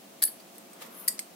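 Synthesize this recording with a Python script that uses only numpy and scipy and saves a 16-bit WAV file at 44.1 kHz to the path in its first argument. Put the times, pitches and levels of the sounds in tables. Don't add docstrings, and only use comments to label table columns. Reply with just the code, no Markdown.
import sys
import numpy as np
from scipy import signal
from scipy.fft import rfft, irfft, next_fast_len
from scipy.io import wavfile
from scipy.ndimage import map_coordinates

SR = 44100
rng = np.random.default_rng(int(sys.argv[2]) if len(sys.argv) > 2 else 0)


def persist_wave(psi):
    counts = np.round(np.clip(psi, -1, 1) * 32767).astype(np.int16)
    wavfile.write(sys.argv[1], SR, np.atleast_2d(counts).T)


N = 59535
TIME_S = np.arange(N) / SR

# (time [s], relative level [dB], bass [dB], treble [dB], ring [dB],
#                  free ringing [s], click t60 [s], left over right [dB])
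SOCKET_CONTACTS = [(.2205, -34, 11, 2, -12, 0.0021, .04, -2),
                   (.2243, -17.5, -4, 5, -6.5, 0.0027, 0.0095, 0),
                   (.2272, -36.5, 12.5, 0, 5, 0.0032, .014, -10),
                   (.2314, -20, -2.5, 0, -4, 0.0033, 0.018, -3),
                   (.2374, -14.5, -3, -6, -6, 0.0053, 0.0074, 0.5),
                   (.2386, -16, -24, 8.5, -8, 0.0016, 0.0046, 1),
                   (.2512, -27, -43, 2, 8.5, 0.0064, 0.012, -2.5), (.272, -38, -21, 5, 4, 0.0058, .03, 2),
                   (.2785, -45.5, 13, 6, 3, 0.023, 0.018, 0), (.398, -55.5, 11.5, 0, -6, 0.0064, 0.077, 1)]
# (frequency [Hz], gain [dB], t60 [s])
SOCKET_RING = [(1760, -15, .04), (4470, -13, .11), (4700, -21, .1), (5000, -25, .1), (8265, -11, .27),
               (8435, -14, .2), (9665, -20, .13), (10035, -6, .19), (10125, -4, .13), (10270, -13, .16),
               (10483, -17, .15), (11140, -18, .15), (12740, -12, .17), (13050, -13, .13)]
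# (frequency [Hz], gain [dB])
SOCKET_SPECTRUM = [(60, -60), (250, -32), (900, -18), (1300, -22), (1800, -10.5), (2400, -18),
                   (3600, -13.5), (4500, -2), (5400, -11), (7200, -11.5), (8400, 2), (9100, -7.5),
                   (10200, -2), (11600, 0), (12200, -2.5), (13000, -4.5), (14300, -17), (16000, -18)]
def socket():
    return clinks(SOCKET_CONTACTS, SOCKET_RING, SOCKET_SPECTRUM)


HEAD_CONTACTS = [(1.078, -33.5, 4, -1, 5.1, 0.00063, 0.0068, 18),
                 (1.0795, -23, -17, 6.5, 7.4, 0.0046, .022, -3.5),
                 (1.0822, -23, 3.5, 4, 1, 0.012, .016, -2.5), (1.0868, -35, -14, 1, 10.6, 0.0051, .02, 10)]
# (frequency [Hz], gain [dB], t60 [s])
HEAD_RING = [(1900, -16, .03), (4700, -15, .13), (4810, -6, .08), (5670, -19, .1), (6918, -14, .1),
             (8220, -5, .21), (8300, -15, .15), (10112, -7, .05), (12640, -14, .06), (13040, -17, .06)]
# (frequency [Hz], gain [dB])
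HEAD_SPECTRUM = [(30, -35), (200, -27), (1300, -30), (1950, -1.5), (2600, -23), (3300, -9), (4100, -15),
                 (4800, 4.5), (5400, -3), (6500, -4.5), (7400, -19), (8300, 2.5), (9200, -5.5), (10200, 1),
                 (11500, -9.5), (12800, -2.5), (14300, -4.5), (16000, -20)]
def ratchet_head():
    return clinks(HEAD_CONTACTS, HEAD_RING, HEAD_SPECTRUM)


PAWL_CONTACTS = [(.581, -42.5, -8, -1.5, -1.5, 0.011, 0.024, -3),
                 (.732, -48, -2.5, -3, 1.5, .01, 0.018, -2), (1.1805, -50, 11, -6, 2, 0.0052, .015, 2),
                 (1.1918, -23.5, 4.5, -14, -12, 0.0039, .006, -1.5),
                 (1.1942, -36.5, 1.5, 2.5, 3, 0.0053, 0.021, -1)]
# (frequency [Hz], gain [dB], t60 [s])
PAWL_RING = [(2100, -16, .025), (5350, -13, .05), (6450, -17, .03), (8270, -4, .09), (8410, -2, .09),
             (10400, -13, .04), (12750, -6, .07)]
# (frequency [Hz], gain [dB])
PAWL_SPECTRUM = [(300, -42), (1300, -31), (2100, 0.5), (2800, -14), (4200, -2.5), (5300, 3), (5800, -12),
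                 (6450, 5), (7400, -16), (8400, 7.5), (9200, -3), (10400, 2.5), (11700, -6), (12800, 7),
                 (14500, -10), (16000, -28)]
def pawl():
    return clinks(PAWL_CONTACTS, PAWL_RING, PAWL_SPECTRUM)


# (frequency [Hz], left-right correlation [-1..1])
STEEL_CORRELATION = [(2000, .85), (4700, .5), (5700, -.1), (7000, .6), (8300, -.85), (10100, .75),
                     (11500, -.1), (12700, .4)]
def clinks(contacts, modes, spectrum):
    bass_edge_hz, treble_edge_hz = 6700, 10700
    attack_s, contact_s = .00021, .001
    chatter_db, scatter_db, clamp_db = 1.3, 2.5, -9.5
    spread_rad, rough_rad = .35, .35
    out, t = np.zeros((2, 2 * N)), TIME_S[:SR // 3]
    for start_s, db, bass_db, treble_db, ring_db, free_s, click_t60_s, pan_db in contacts:
        def shelves(hz):
            low_db = bass_db / (1 + (hz / bass_edge_hz) ** 8)
            high_db = treble_db / (1 + (treble_edge_hz / (hz + 1)) ** 24)
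            return amp(low_db + high_db)
        chatter = unit(amp(chatter_db * wobble(1500, t)))
        burst = filtered(noise(spectrum, STEEL_CORRELATION), shelves)[:, :len(t)]
        click = burst * chatter * fade(np.maximum(t - contact_s, 0), click_t60_s)
        ring = 0
        for hz, mode_db, t60_s in modes:
            stereo_rad = np.arccos(along(STEEL_CORRELATION, hz)) * np.array([[.5], [-.5]])
            phase = 2 * np.pi * rng.random() + stereo_rad + spread_rad * rng.standard_normal((2, 1))
            phase = phase + rough_rad * wobble(150, t)
            gain = shelves(hz) * amp(ring_db + mode_db + scatter_db * rng.standard_normal((2, 1)))
            ring = ring + gain * np.sin(2 * np.pi * hz * t + phase) * fade(t, t60_s)
        clamp = amp(clamp_db * (1 - 1 / (1 + (t / free_s) ** 8)))
        attack = 1 - np.exp(-t / attack_s)
        start = round(start_s * SR)
        out[:, start:start + len(t)] += amp(db) * pan(pan_db) * (click + ring * clamp) * attack
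    return out[:, :N]


# (frequency [Hz], left over right [dB])
STEEL_BALANCE = [(2000, 2), (5000, -2), (8300, 2), (10500, 0), (13000, 9), (16000, 7)]
def wrench():
    steel = socket() + ratchet_head() + pawl()
    return filtered(steel, lambda hz: amp(np.outer([.5, -.5], along(STEEL_BALANCE, hz))))


# (time [s], relative level [dB], rise [s], fall [s])
BRUSH_STROKES = [(.555, -58, .015, .02), (.823, -48.5, .009, .01), (.866, -53, .012, .01)]
# (frequency [Hz], gain [dB])
BRUSH_SPECTRUM = [(30, -30), (200, -17), (1200, -20), (2500, 7), (6000, 4.5), (10000, 7.5), (14000, 12),
                  (16000, -35)]
def finger_brushes():
    return strokes(BRUSH_STROKES, BRUSH_SPECTRUM, gain_db=4.5)


# (time [s], relative level [dB], rise [s], fall [s])
KNOCK_STROKES = [(.822, -45.5, .013, .025)]
# (frequency [Hz], gain [dB])
KNOCK_SPECTRUM = [(120, -45), (520, 0.5), (720, -1.5), (900, 7), (1080, 0), (1260, 6.5), (1520, -3),
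                  (1800, 6), (2400, -2), (3300, 0), (6000, -6.5), (16000, -11)]
def palm_knock():
    return strokes(KNOCK_STROKES, KNOCK_SPECTRUM, gain_db=3.5)


def strokes(rows, spectrum, gain_db):
    envelope = sum(amp(db) * np.exp(-np.maximum((peak_s - TIME_S) / rise_s, (TIME_S - peak_s) / fall_s))
                   for peak_s, db, rise_s, fall_s in rows)
    grain = unit(amp(.82 * wobble(600)))
    return amp(gain_db) * envelope * grain * noise(spectrum)


# (frequency [Hz], gain [dB])
SLIDE_SPECTRUM = [(30, -45), (120, -36), (450, 3.5), (800, -9.5), (1150, 1), (1700, -11), (3000, -13.5),
                  (7000, -29), (16000, -20.5)]
def palm_slide(peak_s=.95, sigma_s=.17, peak_db=-53):
    swell = np.exp(-.5 * ((TIME_S - peak_s) / sigma_s) ** 2)
    return amp(peak_db) * swell * noise(SLIDE_SPECTRUM)


# (time [s], upper pitch [Hz], relative level [dB], lower pitch [Hz], relative level [dB])
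SQUEAK_GLIDE = [(.905, 12200, -68, 10050, -85), (.96, 13180, -57, 10850, -56),
                (1.003, 13770, -51, 11200, -52), (1.05, 13560, -57, 10800, -57),
                (1.08, 13300, -68, 10450, -66)]
def squeak(gain_db=1.5, faint_db=-12, upper_pan_db=11, jitter_hz=60, flicker_db=3):
    times_s, upper_hz, upper_db, lower_hz, lower_db = np.transpose(SQUEAK_GLIDE)
    def tone(hz, db):
        pitch_hz = np.interp(TIME_S, times_s, hz) + jitter_hz * wobble(750)
        flicker = amp(flicker_db * wobble(300))
        envelope = np.interp(TIME_S, times_s, amp(db), left=0, right=0)
        return envelope * unit(np.sin(2 * np.pi * np.cumsum(pitch_hz) / SR) * flicker)
    upper = tone(upper_hz, upper_db) + tone(1.05 * upper_hz, upper_db + faint_db)
    lower = tone(lower_hz, lower_db) + tone(.81 * lower_hz, lower_db + faint_db)
    return amp(gain_db) * (upper * pan(upper_pan_db) + lower)


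# (frequency [Hz], t60 [s])
ROOM_DECAY = [(300, 0.33), (4000, 0.23), (8000, 0.22), (12000, 0.23), (15000, 0.15)]
def reflections(x, early_db=-8, early_t60_s=.027, early_delay_s=.0015, tail_db=-12, tail_delay_s=.006):
    hz, frame_s, bands = signal.stft(rng.standard_normal((2, SR // 3)), SR, nperseg=256)
    tail = signal.istft(bands * fade(frame_s, along(ROOM_DECAY, hz)[:, None]), SR, nperseg=256)[1]
    t = TIME_S[:tail.shape[1]]
    early = rng.standard_normal(tail.shape) * fade(t, early_t60_s) * (t > early_delay_s)
    response = amp(tail_db) * unit(tail * (t > tail_delay_s)) + amp(early_db) * unit(early)
    return signal.fftconvolve(x, response / np.sqrt(len(t)), axes=1)[:, :N]


# (frequency [Hz], gain [dB])
ROOM_SPECTRUM = [(28, -44), (123, -17.5), (208, 2.5), (292, -4), (359, -4), (443, -7), (532, -5.5),
                 (591, -7), (673, -2), (945, -10.5), (1110, -10.5), (1550, -15), (2620, -14.5), (4420, -17),
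                 (15500, -19)]
# (frequency [Hz], rms level [dB])
HUM_TONES = [(205, -71.5), (300, -67), (350, -68.5), (550, -67), (650, -70.5), (700, -71.5)]
def background(noise_db=-51):
    hum = sum(amp(db) * np.sqrt(2) * np.sin(2 * np.pi * hz * TIME_S + wobble(12.02))
              for hz, db in HUM_TONES)
    return amp(noise_db) * noise(ROOM_SPECTRUM) + hum


# (frequency [Hz], left-right correlation [-1..1])
NOISE_CORRELATION = [(60, 0.95), (200, 0.87), (350, 0.54), (700, 0), (1400, 0.083), (3000, 0.12),
                     (10000, 0)]
def noise(spectrum, correlation=NOISE_CORRELATION):
    def mid_side_gains(hz):
        angle = np.arccos(np.clip(along(correlation, hz), -1, 1)) / 2
        return amp(along(spectrum, hz)) * [np.cos(angle), np.sin(angle)]
    mid, side = filtered(rng.standard_normal((2, N)), mid_side_gains)
    return unit(np.array([mid + side, mid - side]))


def filtered(x, gain_at):
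    size = next_fast_len(N + SR // 4)
    return irfft(rfft(x, size) * gain_at(np.fft.rfftfreq(size, 1 / SR)), size)[..., :N]


def wobble(rate_hz, t=TIME_S):
    return map_coordinates(rng.standard_normal(N // 32), [t * rate_hz], mode="wrap")


def along(points, hz):
    knots_hz, values = np.transpose(points)
    return np.interp(np.log(hz + 1), np.log(knots_hz + 1), values)


def fade(t, t60_s):
    return np.exp(-np.log(1000) * t / np.maximum(t60_s, 1e-4))


def pan(db):
    return amp(np.array([[db], [-db]]) / 2)


def amp(db):
    return 10 ** (np.asarray(db) / 20)


def unit(x):
    return x / np.sqrt(np.mean(x ** 2) + 1e-20)


def scene():
    steel = wrench()
    echoes = reflections(steel)
    hands = palm_slide() + finger_brushes() + palm_knock()
    return steel + echoes + hands + squeak() + background()


def record(dry):
    cutoff_hz, edge_hz = 15900, 300
    return filtered(dry, lambda hz: np.clip((cutoff_hz - hz) / edge_hz + .5, 0, 1))


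dry = scene()
out = record(dry)
persist_wave(out)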